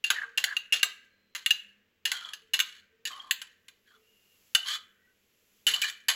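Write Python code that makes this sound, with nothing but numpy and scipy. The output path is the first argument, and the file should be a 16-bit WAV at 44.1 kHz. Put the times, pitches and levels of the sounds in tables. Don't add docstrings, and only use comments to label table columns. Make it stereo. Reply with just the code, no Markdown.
import sys
import numpy as np
from scipy import signal
from scipy.fft import rfft, irfft, next_fast_len
from scipy.io import wavfile
from scipy.ndimage import map_coordinates

SR = 44100
rng = np.random.default_rng(int(sys.argv[2]) if len(sys.argv) > 2 else 0)


def persist_wave(psi):
    counts = np.round(np.clip(psi, -1, 1) * 32767).astype(np.int16)
    wavfile.write(sys.argv[1], SR, np.atleast_2d(counts).T)


N = 271389
TIME = np.arange(N) / SR
RING_TIME = TIME[:SR // 5]

# t/s, strength/dB, depth (0 on the rim, 1 far down the wall), chatter time/s
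SPOON_KNOCKS = [(0.0404, -26.5, 0.076, 0.013), (0.1024, -16.5, 1, 0.0048), (0.375, -21.5, 0.27, .012),
                (0.44, -18.5, 0.91, 0.0024), (0.5666, -29, 0.011, 0.0008), (0.7238, -19.5, .2, .016),
                (0.8297, -15.5, 0.62, .002), (1.3497, -29.5, 0.9, 0.011), (1.461, -20.5, 0.47, .003),
                (1.5068, -19.5, 0.12, 0.0019), (2.0532, -22, 0.51, .013), (2.1165, -23, 1, 0.00077),
                (2.3342, -34.5, 0.61, 0.0049), (2.535, -21.5, 0.28, 0.013), (2.5911, -24.5, 0.84, 0.00042),
                (2.601, -19.5, 0.44, .0014), (3.053, -27.5, 0.47, .013), (3.3095, -19.5, 0.62, .0015),
                (3.416, -36, 0.81, .0039), (3.6824, -46.5, 0.77, .004), (4.549, -16.5, 0.38, 0.0045),
                (5.6674, -18.5, 0.28, .019), (5.7372, -28, 0.012, .0081), (5.8167, -25, 0.38, 0.0066),
                (5.898, -37, 0.81, 0.0008), (6.084, -17, .7, 0.018)]
RIM_HZ, RIM_RISE_HZ_PER_S = 2781.4, 38
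RIM_DB, RIM_DEPTH_DB = 11.0, -21.5
CLACK_DB, CLACK_DEPTH_DB = -8.5, 7.5
SPARKLE_DB = -11.0


def knocks():
    out = np.zeros(N + SR)
    for s, db, depth, chatter_s in SPOON_KNOCKS:
        rim_hz = RIM_HZ + RIM_RISE_HZ_PER_S * s
        rim_db = db + RIM_DB + RIM_DEPTH_DB * depth
        clack_db = db + CLACK_DB + CLACK_DEPTH_DB * depth
        sound = knock(rim_hz, rim_db, clack_db, db, db + SPARKLE_DB, chatter_s)
        at = round(s * SR)
        out[at:at + len(sound)] += sound
    return out[:N]


def knock(rim_hz, rim_db, clack_db, tick_db, sparkle_db, chatter_s,
          rim_t60=.036, rim_rise_s=.0015, twin_db=-8.5, twin_ratio=0.94,
          even_s=0.0051, chatter_hz=5000, zing_db=-4.0, push_db=-27.0):
    size = len(RING_TIME)
    chatter_s = max(chatter_s, 1 / SR)
    clicks = grains(size, per_s=2500, spread_db=8.0) * np.exp(-RING_TIME / chatter_s)
    chatter = cut(clicks, chatter_hz, "low", order=1)
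    first_touch = RING_TIME == 0
    force = np.sqrt(chatter_s / even_s) * unit_energy(chatter) + first_touch
    body = signal.fftconvolve(force, glass(crack_db=3.5, crack_t60=0.031))[:size]
    held_t60 = rim_t60 * (1 + chatter_s / .012)
    twins = mode(rim_hz, held_t60) + from_db(twin_db) * mode(rim_hz * twin_ratio, held_t60)
    rim = twins * (1 - np.exp(-RING_TIME / rim_rise_s))
    low_db = tick_db + push_db + 10 * np.log10(.5 + .5 * chatter_s / even_s)
    registers = [(rim, rim_db + 1),
                 (cut(body, 650, "low"), low_db),
                 (cut(body, [850, 2350], "band"), clack_db),
                 (cut(body, [2800, 5600], "band", order=4), tick_db - 1.0),
                 (cut(body, [6100, 8400], "band", order=4), (tick_db + sparkle_db) / 2 + zing_db),
                 (cut(body, 9210, "high", order=6), sparkle_db + 2.5)]
    return sum(from_db(db) * unit_energy(part) for part, db in registers) * np.sqrt(SR / 10 ** 2)


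# f/Hz, relative level/dB, t60/s
JAR_MODES = [(1100, -14.5, .04), (1442, -8, 0.076), (1562, 1.5, 0.067), (1692, -3.5, 0.074),
             (1830, 2.5, 0.034), (2004, -2, 0.12), (2413, -2, .06), (3320, -9, 0.02), (3518, -5, 0.037),
             (4034, -1, 0.038), (4226, -4, 0.04), (4540, -11, 0.036), (6030, -10, 0.094), (6390, -5.5, .1),
             (6624, -11.5, 0.16), (7610, -4.5, 0.081), (7637, -7, 0.06), (11050, 0, .065),
             (10960, -3.5, 0.025), (14300, -8.5, 0.11)]
# f/Hz, relative level/dB per Hz
CRACK_COLOUR = [(60, -33), (300, -25), (700, -18.5), (1150, -10), (1700, 1.5), (2300, 2.5), (3400, 0.5),
                (5300, -6.5), (7800, -4), (8700, -21), (9800, -23), (11000, -5), (13200, -15.5),
                (15500, -16.5)]


def glass(crack_db, crack_t60, vary_db=0.0, detune=0.0029, radiate_hz=850):
    rings = 0
    for hz, db, t60 in JAR_MODES:
        weight = from_db(db + rng.normal(0, vary_db)) * rng.choice([-1, 1])
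        rings = rings + weight * mode(hz * (1 + rng.normal(0, detune)), t60)
    rings = cut(rings, radiate_hz, "high", order=2)
    burst = rng.standard_normal(len(RING_TIME)) * from_db(-60 * RING_TIME / crack_t60)
    crack = colour(burst, CRACK_COLOUR)
    return unit_energy(unit_energy(rings) + from_db(crack_db) * unit_energy(crack))


def scraping():
    scrape, pocket, hollow_hz, squeal_hz = strokes()
    squeal = from_db(SQUEAL_DB) * scrape * stirred(squeal_hz, SQUEAL_WIDTH_HZ)
    return drag(scrape + skids()) + hollow(pocket, hollow_hz) + squeal


# t/s, length/s, scrape level/dB, hollow level/dB (both at mid-stroke),
# swell over the stroke/dB, hollow f/Hz at the start, hollow f/Hz at the end
DRAG_STROKES = [(0.171, 0.068, -73, -34.5, -2, 1826, 1600), (.49, 0.049, -74, -37, -3.5, 1700, 1600),
                (2.13, 0.21, -46, -48.5, -15, 1540, 1150), (2.68, 0.12, -57, -64.5, 3.5, 1703, 1700),
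                (3.108, 0.21, -56.5, -52.5, -8.5, 1141, 1110), (3.88, .085, -65.5, -60.5, -2, 1660, 1300),
                (4.668, 0.093, -29.5, -47.5, 2, 1095, 1300), (5.753, 0.0303, -40, -43.5, -5, 1054, 1300),
                (5.85, 0.042, -36, -37.5, -5.5, 1726, 1800)]
STROKE_ATTACK_S, STROKE_RELEASE_S = .016, 0.0047
SQUEAL_HZ, SQUEAL_RISE_HZ, SQUEAL_WIDTH_HZ, SQUEAL_DB = 3200, 230, 70, -5


def strokes():
    scrape, pocket = 0, 0
    hollow_hz, squeal_hz = DRAG_STROKES[0][-1], SQUEAL_HZ
    for s, length, scrape_db, hollow_db, swell_db, start_hz, end_hz in DRAG_STROKES:
        progress = np.clip((TIME - s) / length, 0, 1)
        begun = TIME > s - 2 * STROKE_ATTACK_S
        swell = from_db(swell_db * (progress - .5))
        pressure = gate(s, length, STROKE_ATTACK_S, STROKE_RELEASE_S) * swell
        scrape = scrape + from_db(scrape_db) * pressure
        pocket = pocket + from_db(hollow_db) * pressure
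        hollow_hz = np.where(begun, start_hz + (end_hz - start_hz) * progress, hollow_hz)
        squeal_hz = np.where(begun, SQUEAL_HZ + SQUEAL_RISE_HZ * progress, squeal_hz)
    return scrape, pocket, hollow_hz, squeal_hz


SKID_CHATTER_S, SKID_DB, SKID_FADE_DB_PER_S = 0.014, -12.5, 130.5


def skids():
    gain = 0
    for s, db, _, chatter_s in SPOON_KNOCKS:
        fade = from_db(db + SKID_DB - SKID_FADE_DB_PER_S * np.abs(TIME - s))
        gain = gain + (TIME > s) * chatter_s / SKID_CHATTER_S * fade
    return gain


def drag(gain, uneven_db=3.0, rim_db=-6.0, rim_hz=3010, rim_t60=0.069, wander_s=.0003):
    slips = grains(N, per_s=1100, spread_db=2.5) * from_db(uneven_db * drift(50))
    slips = unit_energy(slips) * np.sqrt(N) * gain
    body = glass(crack_db=2.0, crack_t60=.02) + from_db(rim_db) * mode(rim_hz, rim_t60)
    body = colour(body, [(1600, -2.5), (4000, 2.5), (5500, -5.5), (7000, -2.5), (12000, -9)])
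    scrape = signal.fftconvolve(slips, unit_energy(body))[:N]
    return map_coordinates(scrape, [(TIME + wander_s * drift(9.7)) * SR], order=3)


def hollow(gain, hz, width_hz=70, skirt_hz=300, skirt_db=-6.5, uneven_db=3.0):
    air = stirred(hz, width_hz) + from_db(skirt_db) * stirred(hz, skirt_hz)
    return gain * from_db(uneven_db * drift(40)) * air


# t/s, f/Hz, level/dB at the crest
EDGE_SQUEAKS = [(.808, 2833, -25.5), (2.158, 3260, -32), (2.248, 3303, -29.5), (2.287, 3260, -32.5),
                (3.13, 3040, -39.5), (3.197, 3200, -35.5), (3.878, 3250, -55), (4.606, 3020, -31),
                (4.629, 3020, -30.5), (5.83, 2410, -22), (5.873, 3910, -31)]
SQUEAK_WIDTH_HZ, SQUEAK_RISE_S = 55, 0.0036


def squeaks():
    out = 0
    for s, hz, db in EDGE_SQUEAKS:
        age = np.clip((TIME - s) / SQUEAK_RISE_S, 0, 20)
        out = out + from_db(db) * age * np.exp(1 - age) * stirred(hz, SQUEAK_WIDTH_HZ)
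    return out


CREAM_HZ, CREAM_START_DB, CREAM_CLEARS_DB_PER_S = 6000, -2.5, 0.92


def cream(x):
    low = cut(x, CREAM_HZ, "low", order=1)
    return low + (x - low) * from_db(CREAM_START_DB + CREAM_CLEARS_DB_PER_S * TIME)


# t/s, length/s, f/Hz, level/dB
SOFT_TONES = [(0.27, .12, 470, -62), (1.12, .2, 4100, -75.5), (1.57, .22, 205, -74.5),
              (2.43, .08, 450, -72), (2.96, .08, 450, -71.5), (3.95, .12, 440, -69),
              (4.06, .33, 2820, -68.5), (4.9, .2, 1500, -71.5), (5.02, .07, 1950, -69)]
FAINT_WIDTH_SHARE, FAINT_FADE_S = .022, 0.043


def faint_tones():
    out = 0
    for s, length, hz, db in SOFT_TONES:
        fade = gate(s, length, FAINT_FADE_S, FAINT_FADE_S)
        out = out + from_db(db) * fade * stirred(hz, FAINT_WIDTH_SHARE * hz)
    return out


def bowl(x, scatter_db=7.0, t60=0.072):
    scatter = rng.standard_normal(len(RING_TIME)) * from_db(-60 * RING_TIME / t60)
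    direct = RING_TIME == 0
    paths = direct + from_db(scatter_db) * unit_energy(scatter)
    return signal.fftconvolve(x, unit_energy(paths))[:N]


# f/Hz, t60/s, level/dB
KITCHEN_BANDS = [(200, .5, -8.5), (800, 0.22, -2.5), (1710, 0.82, -17.5), (2900, 0.37, -12),
                 (4540, 0.21, -11), (6800, 0.36, -17), (11000, 0.3, -19), (15000, 0.34, -18)]


def kitchen(x, build_s=0.0037):
    hz, t60, db = np.transpose(KITCHEN_BANDS)
    t = TIME[:SR]
    white = rng.standard_normal(SR)
    bins = np.log(np.maximum(np.fft.rfftfreq(SR, 1 / SR), 1))
    tail = 0
    for share, decay, level in zip(np.eye(len(hz)), t60, db):
        band = irfft(rfft(white) * np.interp(bins, np.log(hz), share), SR)
        envelope = from_db(-60 * t / decay) * (1 - np.exp(-t / build_s))
        tail = tail + band * from_db(level) * unit_energy(envelope)
    return signal.fftconvolve(x, tail)[:N]


# t/s of the crest, level/dB
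HISS_CRESTS = [(4.48, -61.5), (5.6, -64)]
HISS_REST_DB, HISS_RISE_DB_PER_S, HISS_FALL_DB_PER_S = -86.5, 17, 26.5


def hiss_swell():
    swells = []
    for s, db in HISS_CRESTS:
        below_crest = np.maximum(HISS_RISE_DB_PER_S * (s - TIME), HISS_FALL_DB_PER_S * (TIME - s))
        swells.append(db - below_crest)
    return from_db(np.maximum(np.max(swells, axis=0), HISS_REST_DB))


# f/Hz, mid level/dB
HUM_TONES = [(88, -87.5), (200, -84), (240, -86)]
# f/Hz, relative level/dB per Hz
AIR_COLOUR = [(25, -2), (50, -7), (90, 1), (130, -4), (200, 0), (300, -4), (450, 2), (800, -14),
              (1700, -7.5), (2900, -5), (4500, -17), (7500, -21), (9000, -33.5), (16000, -18)]
# f/Hz, relative level/dB per Hz
HISS_COLOUR = [(500, -10.5), (2000, -2), (2900, 3), (4000, -1.5), (7700, 1), (8300, -11), (9900, -11.5),
               (11000, 2.5), (14000, -2.5), (16000, -4.5)]
AIR_DB = -73.5


def background(own_db=0.0, left_db=-6.0, waver_db=3.0):
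    hum = sum(from_db(db + waver_db * drift(2)) * stirred(hz, 4.2) for hz, db in HUM_TONES)
    shared = noise(AIR_COLOUR)
    hiss_gain = hiss_swell()
    sides = []
    for side in range(2):
        air = from_db(AIR_DB) * (shared + from_db(own_db) * noise(AIR_COLOUR))
        sides.append(hum + air + hiss_gain * noise(HISS_COLOUR))
    return np.array(sides) * from_db([[left_db], [0]])


def from_db(db):
    return 10 ** (np.asarray(db) / 20)


def unit_energy(x):
    return x / np.sqrt(np.sum(x ** 2) + 1e-20)


def colour(x, points):
    hz, db = np.transpose(points)
    size = 2 * next_fast_len(len(x))
    bins = np.maximum(np.fft.rfftfreq(size, 1 / SR), 1)
    gain = from_db(np.interp(np.log(bins), np.log(hz), db))
    cepstrum = irfft(np.log(gain))
    cepstrum[1:size // 2] *= 2
    cepstrum[size // 2:] = 0
    return irfft(rfft(x, size) * np.exp(rfft(cepstrum)))[:len(x)]


def noise(points, size=N):
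    return unit_energy(colour(rng.standard_normal(size), points)) * np.sqrt(size)


def cut(x, hz, kind, order=3):
    return signal.sosfilt(signal.butter(order, hz, kind, fs=SR, output="sos"), x)


def drift(hz):
    steps = TIME[::8]
    white = rng.standard_normal(len(steps) + SR // 8)
    slow = cut(white, hz * 8, "low", order=2)[-len(steps):]
    return np.interp(TIME, steps, slow / np.std(slow))


def grains(size, per_s, spread_db):
    strength = from_db(spread_db * np.minimum(rng.exponential(1, size), 4))
    return (rng.random(size) < per_s / SR) * strength * rng.choice([-1, 1], size)


def mode(hz, t60):
    return unit_energy(np.sin(2 * np.pi * hz * RING_TIME) * from_db(-60 * RING_TIME / t60))


def stirred(hz, width_hz):
    rubbing = drift(width_hz) + 1j * drift(width_hz)
    phase = 2 * np.pi * np.cumsum(hz + np.zeros(N)) / SR
    return np.real(rubbing * np.exp(1j * phase))


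def gate(s, length, attack_s, release_s):
    rise = np.maximum((s - TIME) / attack_s, 0) ** 2
    fall = np.clip((TIME - s - length) / release_s, 0, 40)
    return np.exp(-rise - fall)


# f/Hz, level/dB
LEFT_COLOUR = [(600, -3), (1600, -11.5), (2900, -14), (4500, -8), (7000, -5), (11000, -7.5), (14000, -3)]
RIM_BEAMING = 0.38


def scene():
    jar = cream(knocks() + scraping() + squeaks()) + faint_tones()
    left = colour(bowl(jar), LEFT_COLOUR)
    spread = jar - RIM_BEAMING * cut(jar, [2620, 3080], "band", order=1)
    room = np.array([kitchen(spread), kitchen(spread)])
    return np.array([left, jar]) + room + background()


CUTOFF_HZ = 15900


def record(dry):
    low_pass = signal.ellip(10, .1, 80, CUTOFF_HZ, fs=SR, output="sos")
    return signal.sosfilt(low_pass, np.clip(dry, -1, 1))


dry = scene()
out = record(dry)
persist_wave(out)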